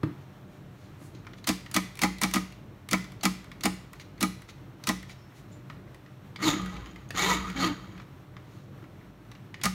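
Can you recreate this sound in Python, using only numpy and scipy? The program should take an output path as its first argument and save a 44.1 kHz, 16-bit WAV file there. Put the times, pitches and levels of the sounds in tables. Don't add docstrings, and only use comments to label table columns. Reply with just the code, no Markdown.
import sys
import numpy as np
from scipy import signal
from scipy.fft import rfft, irfft, next_fast_len
from scipy.io import wavfile
from scipy.ndimage import uniform_filter1d

SR = 44100
rng = np.random.default_rng(int(sys.argv[2]) if len(sys.argv) > 2 else 0)


def log_audio(samples):
    frames = np.atleast_2d(samples).T
    limited = np.clip(frames, -1, 1)
    pcm = np.round(limited * 32767).astype(np.int16)
    wavfile.write(sys.argv[1], SR, pcm)


N = 429534


def gain_of(db):
    return 10 ** (np.asarray(db) / 20)


def evened(x):
    return x / np.sqrt(np.mean(x ** 2) + 1e-20)


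def drift(size):
    steps = rng.standard_normal(N // size + 2)
    return 1.4 * np.interp(np.arange(N) / size, np.arange(len(steps)), steps)


def read_curve(points, hz):
    f, value = np.transpose(points)
    return np.interp(np.log(hz + 1), np.log(f + 1), value)


def coloured(x, points):
    size = next_fast_len(N)
    gains = gain_of(read_curve(points, np.fft.rfftfreq(size, 1 / SR)))
    return evened(irfft(rfft(x, size) * gains, size)[:N])


def gritty(spread_db, per_s):
    size = gain_of(spread_db * np.minimum(rng.exponential(1, N), 4))
    size = size * rng.choice([-1., 1.], N)
    return evened(size * (rng.random(N) < per_s / SR))


def ring(x, hz, t60):
    shrink = np.exp(-np.log(1000) / t60 / SR)
    turn = 2 * np.pi * hz / SR
    return signal.lfilter([0, shrink * np.sin(turn)], [1, -2 * shrink * np.cos(turn), shrink ** 2], x)


def body(x, modes, flare_db=None, damp=1):
    total = 0
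    for hz, db, t60 in modes:
        feed = 1 if flare_db is None else gain_of(flare_db * drift(600))
        total = total + gain_of(db) * ring(x * feed, hz, t60 * damp)
    return total


def fade(s, db, decay_s, rise_s):
    out, t = np.zeros(N + SR), np.arange(SR // 6) / SR
    for at, gain, fall, rise in np.broadcast(s, gain_of(db), decay_s, rise_s):
        shape = (1 - np.exp(-t / max(rise, 1e-5))) * np.exp(-t / max(fall, 1e-4))
        out[round(at * SR):][:len(t)] += gain * shape
    return out[:N]


def follow(spans, column, outside):
    t, out = np.arange(N) / SR, np.full(N, float(outside))
    for rows in map(np.array, spans):
        inside = (t >= rows[0, 0]) & (t <= rows[-1, 0])
        out[inside] = np.interp(t[inside], rows[:, 0], rows[:, column])
    return uniform_filter1d(out, size=400)


def unbassed(x, hz):
    return signal.sosfilt(signal.butter(2, hz, "high", fs=SR, output="sos"), x)


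def slide(x, hz, width_hz):
    bend = np.exp(2j * np.pi * np.cumsum(hz) / SR)
    steady = signal.lfilter([1], [1, -np.exp(-np.pi * width_hz / SR)], x / bend)
    return evened((bend * steady).real)


# [f/Hz, level/dB]
LOW_ROOM_TONE = [(15, -47), (25, -17), (54, -6), (70, -62), (85, -4), (135, 1), (162, -9), (189, -4),
                 (226, -14), (308, -10), (430, -18), (700, -24.5), (910, -54), (1540, -120)]
# [f/Hz, level/dB]
ROOM_HISS = [(500, -54), (700, -3.5), (1200, -4), (2500, -12.5), (4200, -17.5), (4900, -25), (5400, -20),
             (7200, -25.5), (8000, -25.5), (10500, -29), (12000, -24.5), (14000, -23.5), (16500, -26)]
LOW_TONE_DB, HISS_DB = -47, -58
WHINE_HZ, WHINE_DB, WHINE_T60_S = 603, -67.5, 0.4


def hush():
    low = coloured(rng.standard_normal(N), LOW_ROOM_TONE) * gain_of(LOW_TONE_DB + 1.2 * drift(5000))
    whine = gain_of(WHINE_DB) * evened(ring(rng.standard_normal(N), WHINE_HZ, WHINE_T60_S))
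    hiss = coloured(rng.standard_normal(N), ROOM_HISS) * gain_of(HISS_DB + 0.9 * drift(3000))
    return low + whine + hiss


# [f/Hz, time to fall by 60 dB/s]
ROOM_ECHO = [(200, 0.44), (1000, 0.34), (3000, 0.58), (8000, 0.4), (15000, 0.33)]


def room(x):
    out, turn = np.zeros(N), np.arange(N) / SR * 2 * np.pi * 19.3
    for k in range(3):
        taps = np.zeros(SR // 2)
        at = np.arange(200, len(taps) - 20, 20)
        taps[at + rng.integers(0, 20, len(at))] = rng.choice([-1., 1.], len(at))
        hz, t, bands = signal.stft(taps, SR, nperseg=256)
        dying = gain_of(-60 * t / read_curve(ROOM_ECHO, hz)[:, None])
        tail = signal.istft(bands * dying, SR, nperseg=256)[1]
        share = np.sqrt(2 / 3) * np.cos(turn + 2 * np.pi * k / 3)
        out += signal.fftconvolve(x * share, tail / np.linalg.norm(tail))[:N]
    return out


# [t/s, level/dB, f/Hz, fall time (60 dB)/s]
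FAINT_RINGS = [(5.17, -65.5, 5370, 0.96), (5.515, -57, 7140, .2)]


def pings():
    noise, total = rng.standard_normal(N), 0
    for s, db, hz, t60 in FAINT_RINGS:
        total = total + fade(s, db, t60 / np.log(1000), .004) * evened(ring(noise, hz, 0.014))
    return total


# [f/Hz, level/dB]
PLASTIC_CLATTER = [(300, -74), (500, -24.5), (800, -11), (1000, 3), (1250, 7.5), (1600, -2), (2000, 8.5),
                   (2400, -0.5), (3000, -35), (3600, -40.5)]
CREAKS_PER_S, CREAK_DB = 3.0, -60
SCRAPE_S = 0.0069


def creaks():
    when, size = rng.random((60, 2)).T
    s = np.cumsum(-np.log(when)) / CREAKS_PER_S
    heard = s < N / SR
    puffs = fade(s[heard], CREAK_DB + 9.2 * size[heard], SCRAPE_S, .001)
    return puffs * coloured(gritty(1.1, 8700), PLASTIC_CLATTER)


# [middle t/s, half length/s, level/dB, bright part above it/dB]
HAND_RUBS = [(.23, 0.053, -69.5, -12.5), (0.54, 0.092, -72, -2), (0.83, 0.1, -65, -6),
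             (1.046, 0.073, -66.5, 7), (1.17, .05, -63, -22), (1.385, .025, -61, -7),
             (3.963, 0.03, -62, -31), (4.014, 0.017, -50, -11), (4.499, 0.018, -49.5, -9),
             (5.11, 0.03, -50.5, -10), (5.38, .05, -61.5, -3), (5.53, .06, -66.5, -5),
             (8.56, 0.15, -66.5, -7)]
# [f/Hz, level/dB]
SKIN_COLOUR = [(800, -21), (2000, 5.5), (3000, 4), (4300, 6), (5000, -0.5), (7000, 1), (8500, -61)]
# [f/Hz, level/dB]
BRIGHT_SIZZLE = [(4120, -13), (7000, -2.5), (8320, 0), (10900, -2), (15400, -8), (16100, 4), (16500, -37)]
RUB_FALL_DB = 16.5


def rustle():
    scratch, t = gritty(1.5, 12000), np.arange(N) / SR
    plain, bright = np.zeros(N), np.zeros(N)
    for s, half, db, bright_db in HAND_RUBS:
        rub = gain_of(db - RUB_FALL_DB * ((t - s) / half) ** 2)
        plain += rub
        bright += rub * gain_of(bright_db)
    return plain * coloured(scratch, SKIN_COLOUR) + bright * coloured(scratch, BRIGHT_SIZZLE)


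# [t/s, relative level/dB]
EDGE_BUMPS = [(.0325, -18.5), (1.014, -39), (1.046, -48), (1.146, -41), (8.826, -40.5)]
# [f/Hz, level/dB, fall time (60 dB)/s]
TABLE_EDGE = [(155, 0, 0.089), (309, 2.5, 0.075), (225, -4, 0.03), (544, -10, 0.025), (1120, -16, 0.016),
              (2940, -15, 0.015)]
# [f/Hz, level/dB]
DULL_CLATTER = [(400, -1.5), (800, -6), (1300, -3.5), (2000, -10), (2900, -13.5), (4000, -21.5),
                (8000, -35), (16000, -33)]


def thud():
    s, db = np.transpose(EDGE_BUMPS)
    tick = fade(s, db - 26, 0.000095, .00005)
    weight = fade(s + 0.0028, db - 18.5, 0.00043, 0.00032)
    clatter = fade(s - .001, db - 6.5, 0.0059, 0.0014) * coloured(rng.standard_normal(N), DULL_CLATTER)
    return unbassed(body(tick - weight, TABLE_EDGE), 105) + clatter


# [t/s, relative level/dB, f/Hz, sizzle above click/dB, shell clatter above click/dB]
BUTTON_CLICKS = [(1.026, -44, 1250, -30, -19), (1.1494, -41, 4120, -24, -26), (1.2486, -42, 1670, -18, -17),
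                 (1.268, -32, 1430, -17, -4.5), (1.334, -32.5, 1890, -30, -22),
                 (1.3844, -41, 3340, -8, -16), (1.4423, -28, 4200, -6, -17), (1.6616, -30, 1870, -11, -15),
                 (1.714, -29, 4800, 5, -16), (1.954, -36.5, 2420, 5, -17), (1.9723, -32.5, 2400, 2, -13),
                 (1.9913, -22.5, 2460, 1.5, -19), (2.1844, -30, 3830, 0, -25), (2.3125, -25, 2030, 1, -22),
                 (2.523, -35, 2760, -7, -20), (2.8882, -25, 2120, 1, -35), (3.042, -36, 3500, 2, -7),
                 (3.1198, -39, 2200, 1, -10), (3.2103, -33, 4470, -11, -11), (3.4426, -38.5, 2180, 0, -4),
                 (3.5162, -28.5, 2260, -13, -13), (3.6083, -27, 4200, -2, -17),
                 (3.9318, -37.5, 2280, 6.5, -4.5), (3.9978, -31, 2300, -6, -16),
                 (4.179, -42, 4300, -16, -3), (4.419, -36, 2060, 1, -15), (4.4882, -36, 1990, -9, -9),
                 (4.8384, -26.5, 4170, -2, -18), (5.028, -35, 2080, 0, -5), (5.0953, -34.5, 2260, -3, -11),
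                 (5.6991, -31, 1150, -26, -6), (5.9449, -38, 1900, -1, -17), (6.0615, -41, 2000, -24, -9),
                 (6.3598, -24, 2250, -17, -35), (6.617, -34, 4000, -2, -20), (6.6594, -29, 1940, -5, -19),
                 (6.7662, -29.5, 2360, -17, -13), (6.8594, -32.5, 2020, -13, -13),
                 (6.9594, -36.5, 2070, -9, -6), (7.0888, -40, 6440, -9, -25), (7.106, -21.5, 1796, -4, -30),
                 (7.4997, -23.5, 2280, -10, -17), (7.9775, -35, 1670, -18, -15), (7.999, -36, 988, -30, -5),
                 (8.0182, -40, 1694, -11, -20), (8.3664, -34, 1950, -38, -8), (8.8408, -45, 1860, -31, -2),
                 (9.3153, -36.5, 3870, -4.5, -8), (9.3508, -39, 2860, -26, -14),
                 (9.542, -25, 2080, -17, -16), (9.614, -25.5, 2370, -11, -33)]
# [f/Hz, level/dB]
BUTTON_SNAP = [(900, -31), (1500, -35), (2500, 4), (4500, 2.5), (7000, -9), (9000, -43)]


def clicks():
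    rung, t = np.zeros(N + SR), np.arange(1500) / SR
    bursts = rng.standard_normal((len(BUTTON_CLICKS), len(t))) * np.exp(-t / 0.0042)
    for (s, db, hz, *_), burst in zip(BUTTON_CLICKS, bursts):
        patch = ring(burst, hz, .008) + .6 * ring(burst, 1.45 * hz, .004)
        rung[round(s * SR):][:len(t)] += gain_of(db - 5) * patch / abs(patch).max()
    s, db, _, sizzle_db, shell_db = np.transpose(BUTTON_CLICKS)
    noise = gritty(1.1, 8000)
    snap = fade(s, db - 17, SCRAPE_S, 0.00023) * coloured(noise, BUTTON_SNAP)
    shell = fade(s, db + shell_db, SCRAPE_S, 0.0014) * coloured(noise, PLASTIC_CLATTER)
    sizzle = fade(s, db + sizzle_db - 10, 0.0024, 0.00014) * coloured(noise, BRIGHT_SIZZLE)
    return rung[:N] + snap + shell + sizzle


# [f/Hz, level/dB, fall time (60 dB)/s]
TABLE_MODES = [(58.8, -21, 0.98), (186.06, 15, 0.33), (257.5, 4.5, 0.078), (310.6, 8.5, 0.11),
               (444.5, -6.5, 0.33)]


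def table_thump(s, felt, boom_db, knock_db):
    shove = fade(felt + 0.0022, boom_db - 30.0, 0.00058, 0.00026)
    rock = fade(felt + 0.00459, knock_db - 28.5, 0.0013, 0.00037)
    rock = rock + fade(felt + 0.00847, knock_db - 38.0, 0.00077, 0.0002)
    thump = body(shove, TABLE_MODES[1:2]) + body(rock, TABLE_MODES[2:])
    sway = body(fade(s, boom_db - 31.5, 0.0033, 0.0022), TABLE_MODES[:1])
    return sway, unbassed(uniform_filter1d(thump, size=60), 158)


# [f/Hz, level/dB, fall time (60 dB)/s]
CHASSIS_MODES = [(756, -4, 0.03), (831, -9.5, 0.26), (1017, -9.5, 0.18), (1064, -11, 0.21),
                 (1237, -3.5, 0.19), (1288, -2, 0.087), (1720, -22, 0.16), (1961, -7, 0.1),
                 (2270, -31, 0.19), (2267, -0.5, 0.086)]


def chassis_ring(s, chassis_db):
    blow = fade(s, chassis_db - 18.5, 0.0038, 0.0027)
    chatter = fade(s + 0.0075, chassis_db - 28.5, 0.01, 0.0034)
    tick = np.diff(fade(s, chassis_db - 17, 0.00055, .0001), prepend=0)
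    return body((blow + chatter) * gritty(2.1, 5000) + tick, CHASSIS_MODES, 3.27, damp=0.41)


# [f/Hz, level/dB]
CRACK_COLOUR = [(500, -30), (900, -9), (1500, -5.5), (2200, -2), (4500, 0.5), (7000, -5.5), (9000, -84)]


def crack_and_rattle(s, crack_db, sizzle_db, chassis_db, rise_s, rattle_s):
    grit = gritty(2.0, 12000)
    crack = fade(s, crack_db - 7.0, 0.00097, rise_s) + fade(s, crack_db - 13.5, rattle_s, 0.0029)
    bright_db = crack_db + sizzle_db
    sizzle = fade(s, bright_db + 1.5, 0.0022, rise_s) + fade(s, bright_db - 10.5, rattle_s, 0.0012)
    crunch = fade(s, chassis_db - 0.5, 0.91 * rattle_s, 0.0048)
    crunch = crunch * coloured(gritty(6.5, 3000), PLASTIC_CLATTER)
    return crack * coloured(grit, CRACK_COLOUR) + sizzle * coloured(grit, BRIGHT_SIZZLE) + crunch


# [snap t/s, snap rise/s, travel/s, snap level/dB, slam level/dB, slam crack above slam/dB,
#  tabletop boom level/dB, tabletop knock level/dB]
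STEERING_SWINGS = [(1.4718, 0.0014, 0.018, -12.5, -24, 7.5, -29.5, -23.5),
                   (1.743, 0.00024, 0.021, -16.5, -20.5, 8, -31.5, -24),
                   (2.016, 0.0036, .0182, -14, -17.5, 3, -23.5, -23),
                   (2.2154, 0.00046, 0.019, -16, -19, 6.5, -25.5, -25.5),
                   (2.3375, 0.00036, 0.02, -13.5, -23, -2, -29, -22),
                   (2.911, 0.00065, 0.02, -20, -17, 3, -27.5, -24),
                   (3.2333, .0005, 0.02, -17, -21.5, 9.5, -27, -22.5),
                   (3.6357, 0.00057, .0194, -18.5, -17, 4, -27, -22),
                   (4.2078, 0.0002, 0.02, -18.5, -20.5, 9, -28, -21.5),
                   (4.8712, .0005, .0188, -17, -20.5, 5.5, -26.5, -25),
                   (9.636, 0.00024, 0.019, -14.5, -22.5, 6.5, -24.5, -38)]
SLACK_S, SLACK_DB = 0.0029, -16.5
SNAP_SIZZLE_DB, SLAM_SIZZLE_DB = -7.5, -8
SNAP_RING_DB = -13.5
SNAP_BOOM_DB, SNAP_KNOCK_DB = -6.5, -7
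SNAP_RATTLE_S, SLAM_RATTLE_S, SLAM_RISE_S = 0.021, 0.0078, 0.00015
SNAP_LAG_S = 0.00515


def knocks():
    at, snap_rise_s, travel_s, snap_db, slam_db, sharp_db, table_db, rap_db = np.transpose(STEERING_SWINGS)
    lead_s, lead_db = np.array([[-SLACK_S], [0]]), np.array([[SLACK_DB], [0]])

    def both(lead, slam):
        return np.append(np.broadcast_to(lead, (2, len(at))), np.broadcast_to(slam, len(at)))

    s = both(at + lead_s, at + travel_s)
    crack_db = both(snap_db + lead_db, slam_db + sharp_db)
    sizzle_db = both(SNAP_SIZZLE_DB, SLAM_SIZZLE_DB)
    chassis_db = both(snap_db + lead_db + SNAP_RING_DB, slam_db)
    boom_db = both(table_db + lead_db + SNAP_BOOM_DB, table_db)
    knock_db = both(rap_db + lead_db + SNAP_KNOCK_DB, rap_db)
    rattle_s, rise_s = both(SNAP_RATTLE_S, SLAM_RATTLE_S), both(snap_rise_s, SLAM_RISE_S)
    crack = crack_and_rattle(s, crack_db, sizzle_db, chassis_db, rise_s, rattle_s)
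    sway, thump = table_thump(s, s + both(SNAP_LAG_S, 0), boom_db, knock_db)
    return crack, sway + chassis_ring(s, chassis_db) + thump


def table_rumble(boom_db, knock_db):
    tyres = rng.standard_normal(N)
    boom = gain_of(boom_db + 1.0) * evened(body(tyres, TABLE_MODES[1:2], damp=1.0))
    sway = body(gain_of(boom_db - 20) * tyres, TABLE_MODES[:1])
    knock = gain_of(knock_db - 6) * evened(body(tyres, TABLE_MODES[2:], damp=0.98))
    return boom + sway + knock


# [t/s, teeth per second/Hz, relative hum level/dB]
GEAR_MESH = [
    [(6.41, 221.5, -43), (6.448, 320, -29), (6.468, 320, -26), (6.478, 310, -19.5), (6.498, 300, -27.5),
     (6.6, 311.0, -44)],
    [(7.15, 220, -65), (7.206, 323, -46), (7.238, 376, -31.5), (7.282, 465.3, -37), (7.32, 500, -36),
     (7.356, 303, -36), (7.4, 306.3, -43)],
    [(7.55, 272, -36.5), (7.624, 268, -29), (7.65, 343, -30), (7.682, 292, -31.5), (7.708, 293, -31.5),
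     (7.74, 315.0, -43)],
]


def gear_strikes():
    mesh_hz = follow(GEAR_MESH, column=1, outside=190)
    turns = np.cumsum(mesh_hz * (1 + .05 * drift(150))) / SR
    teeth = (np.diff(np.floor(turns), prepend=0) > 0) * gain_of(2.0 * rng.standard_normal(N))
    puffs = (.45 + np.exp(-(turns % 1) / .3)) * gain_of(1.8 * drift(120))
    grit = gritty(1.73, 9000) * puffs
    return mesh_hz, turns, grit, evened(grit) + 0.15 * evened(teeth)


# [multiple of tooth rate, level/dB]
HUM_OVERTONES = [(1, 1), (2, -16.5), (3, -10.5)]


def gear_hum(turns):
    tones = sum(gain_of(db) * np.sin(2 * np.pi * k * turns) for k, db in HUM_OVERTONES)
    return gain_of(follow(GEAR_MESH, column=2, outside=-84.5) + 1.0 + 0.5 * drift(300)) * tones


# [f/Hz, width/Hz (sets the ring time), level/dB]
GEARBOX_MODES = [(3212, 15, 23), (3900, 120, 10), (3580, 34, 3), (4760, 29, 2.5), (6260, 82, -2),
                 (6860, 120, 24), (9100, 150, 1)]
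# [f/Hz, level/dB]
GRIND_COLOUR = [(290, -58), (500, -53), (1290, 5.5), (1590, -10.5), (1910, 0), (2940, -9), (3740, -6),
                (5000, -15.5), (6500, -91), (11000, -120)]


def grinding(grit, strikes):
    modes = [(hz, db, 3.5 / (width + 60)) for hz, width, db in GEARBOX_MODES]
    box = evened(body(strikes, modes, 5.0))
    chassis = evened(body(strikes, CHASSIS_MODES, 6.1, damp=1.0))
    return evened(1.06 * coloured(grit, GRIND_COLOUR) + 0.97 * chassis + 0.35 * box)


# [t/s, relative grind level/dB]
MOTOR_EFFORT = [
    [(6.382, -56), (6.422, -34), (6.486, -27), (6.52, -33.5), (6.545, -36.5), (6.63, -46), (6.74, -47),
     (6.87, -52), (6.95, -61), (7.07, -58.5)],
    [(7.134, -50), (7.16, -35), (7.2, -29), (7.235, -27.5), (7.276, -29), (7.32, -27.5), (7.366, -35),
     (7.41, -40.5), (7.5, -42.5), (7.542, -46)],
    [(7.542, -52), (7.57, -35), (7.636, -27.5), (7.67, -29.5), (7.704, -41), (7.756, -54.5), (7.81, -54.5),
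     (7.9, -54.5), (8.02, -56.5), (8.05, -74)],
]
# [squeal f/Hz, growl f/Hz, then levels above grind/dB:
POWER_SOUND = [(4150, 1100, -6.5, -4, -14, -8, 5), (3670, 1006, -7, -7, -4, -9, -7.5),
               (4210, 1280, -12.5, -6.5, 1.5, -5, -1)]
# [f/Hz, f/Hz, five levels/dB]
COAST_SOUND = (3848, 1273, -16, -33, 8.5, 5.5, 3.5)
# [f/Hz, level/dB]
WHIZZ_COLOUR = [(2940, -11.5), (5000, -10.5), (6990, 3), (7720, -11.5), (10100, -15), (11100, -14),
                (15100, -15), (16200, -29), (16500, -65)]
COAST_DB, POWER_DB = -40.5, -32
SQUEAL_RISE, MESH_HZ = 0.09, 332
WANDER = 0.05
GROWL_DB_PER_HZ = 0.11


def drive():
    mesh_hz, turns, grit, strikes = gear_strikes()
    grind_db = follow(MOTOR_EFFORT, column=1, outside=-85)
    power = np.clip((grind_db - COAST_DB) / (POWER_DB - COAST_DB), 0, 1)
    spurt = np.searchsorted([rows[0][0] * SR for rows in MOTOR_EFFORT[1:]], np.arange(N))
    blends = []
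    for coast, powered in zip(COAST_SOUND, zip(*POWER_SOUND)):
        blends.append(coast + power * (np.take(powered, spurt) - coast))
    squeal_hz, growl_hz, *above = blends
    squeal_hz = squeal_hz * (1 + SQUEAL_RISE * power * (mesh_hz / MESH_HZ - 1) + WANDER * drift(1200))
    growl_hz = growl_hz * (1 + 2 * WANDER * drift(1500))
    whizz_db, squeal_db, growl_db, boom_db, knock_db = grind_db + above

    grind = gain_of(grind_db - 0.5) * grinding(grit, strikes)
    whizz = gain_of(whizz_db + 2.0) * coloured(grit, WHIZZ_COLOUR)
    squeal = gain_of(squeal_db - 1.5 + 2.4 * drift(500)) * slide(strikes, squeal_hz, 204)
    overtone_db = whizz_db - 20.0 + .5 * np.minimum(grind_db + 49, 0) + 6.8 * drift(400)
    overtone = gain_of(overtone_db) * slide(strikes, 1.935 * squeal_hz.clip(0, 3850), 150)
    growl_db = growl_db - 12 + GROWL_DB_PER_HZ * power * (mesh_hz - MESH_HZ)
    growl_db = growl_db + 2.8 * drift(1500) + .5 * np.minimum(grind_db + 41, 0)
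    growl = gain_of(growl_db) * slide(strikes, growl_hz, 92)
    gears = grind + whizz + squeal + overtone + growl
    return gears + table_rumble(boom_db, knock_db) + gear_hum(turns)


def scene():
    crack, ringing = knocks()
    motor = drive()
    hand = clicks() + creaks() + rustle() + thud() + pings()
    wet = gain_of(-11.5) * (crack + motor) + gain_of(-16) * ringing + gain_of(-8.5) * hand
    return (crack + ringing + motor + hand + room(wet) + hush())[None]


def record(dry):
    dry = signal.sosfilt(signal.butter(4, 42, "high", fs=SR, output="sos"), dry)
    shelf = signal.firwin2(255, [0, 15600, 15900, SR / 2], [0.89, 0.58, 0.063, .12], fs=SR)
    edge = signal.firwin(511, 16850, window=("kaiser", 9), fs=SR)
    return signal.oaconvolve(dry, np.convolve(shelf, edge)[None], "same")


dry = scene()
out = record(dry)
log_audio(out)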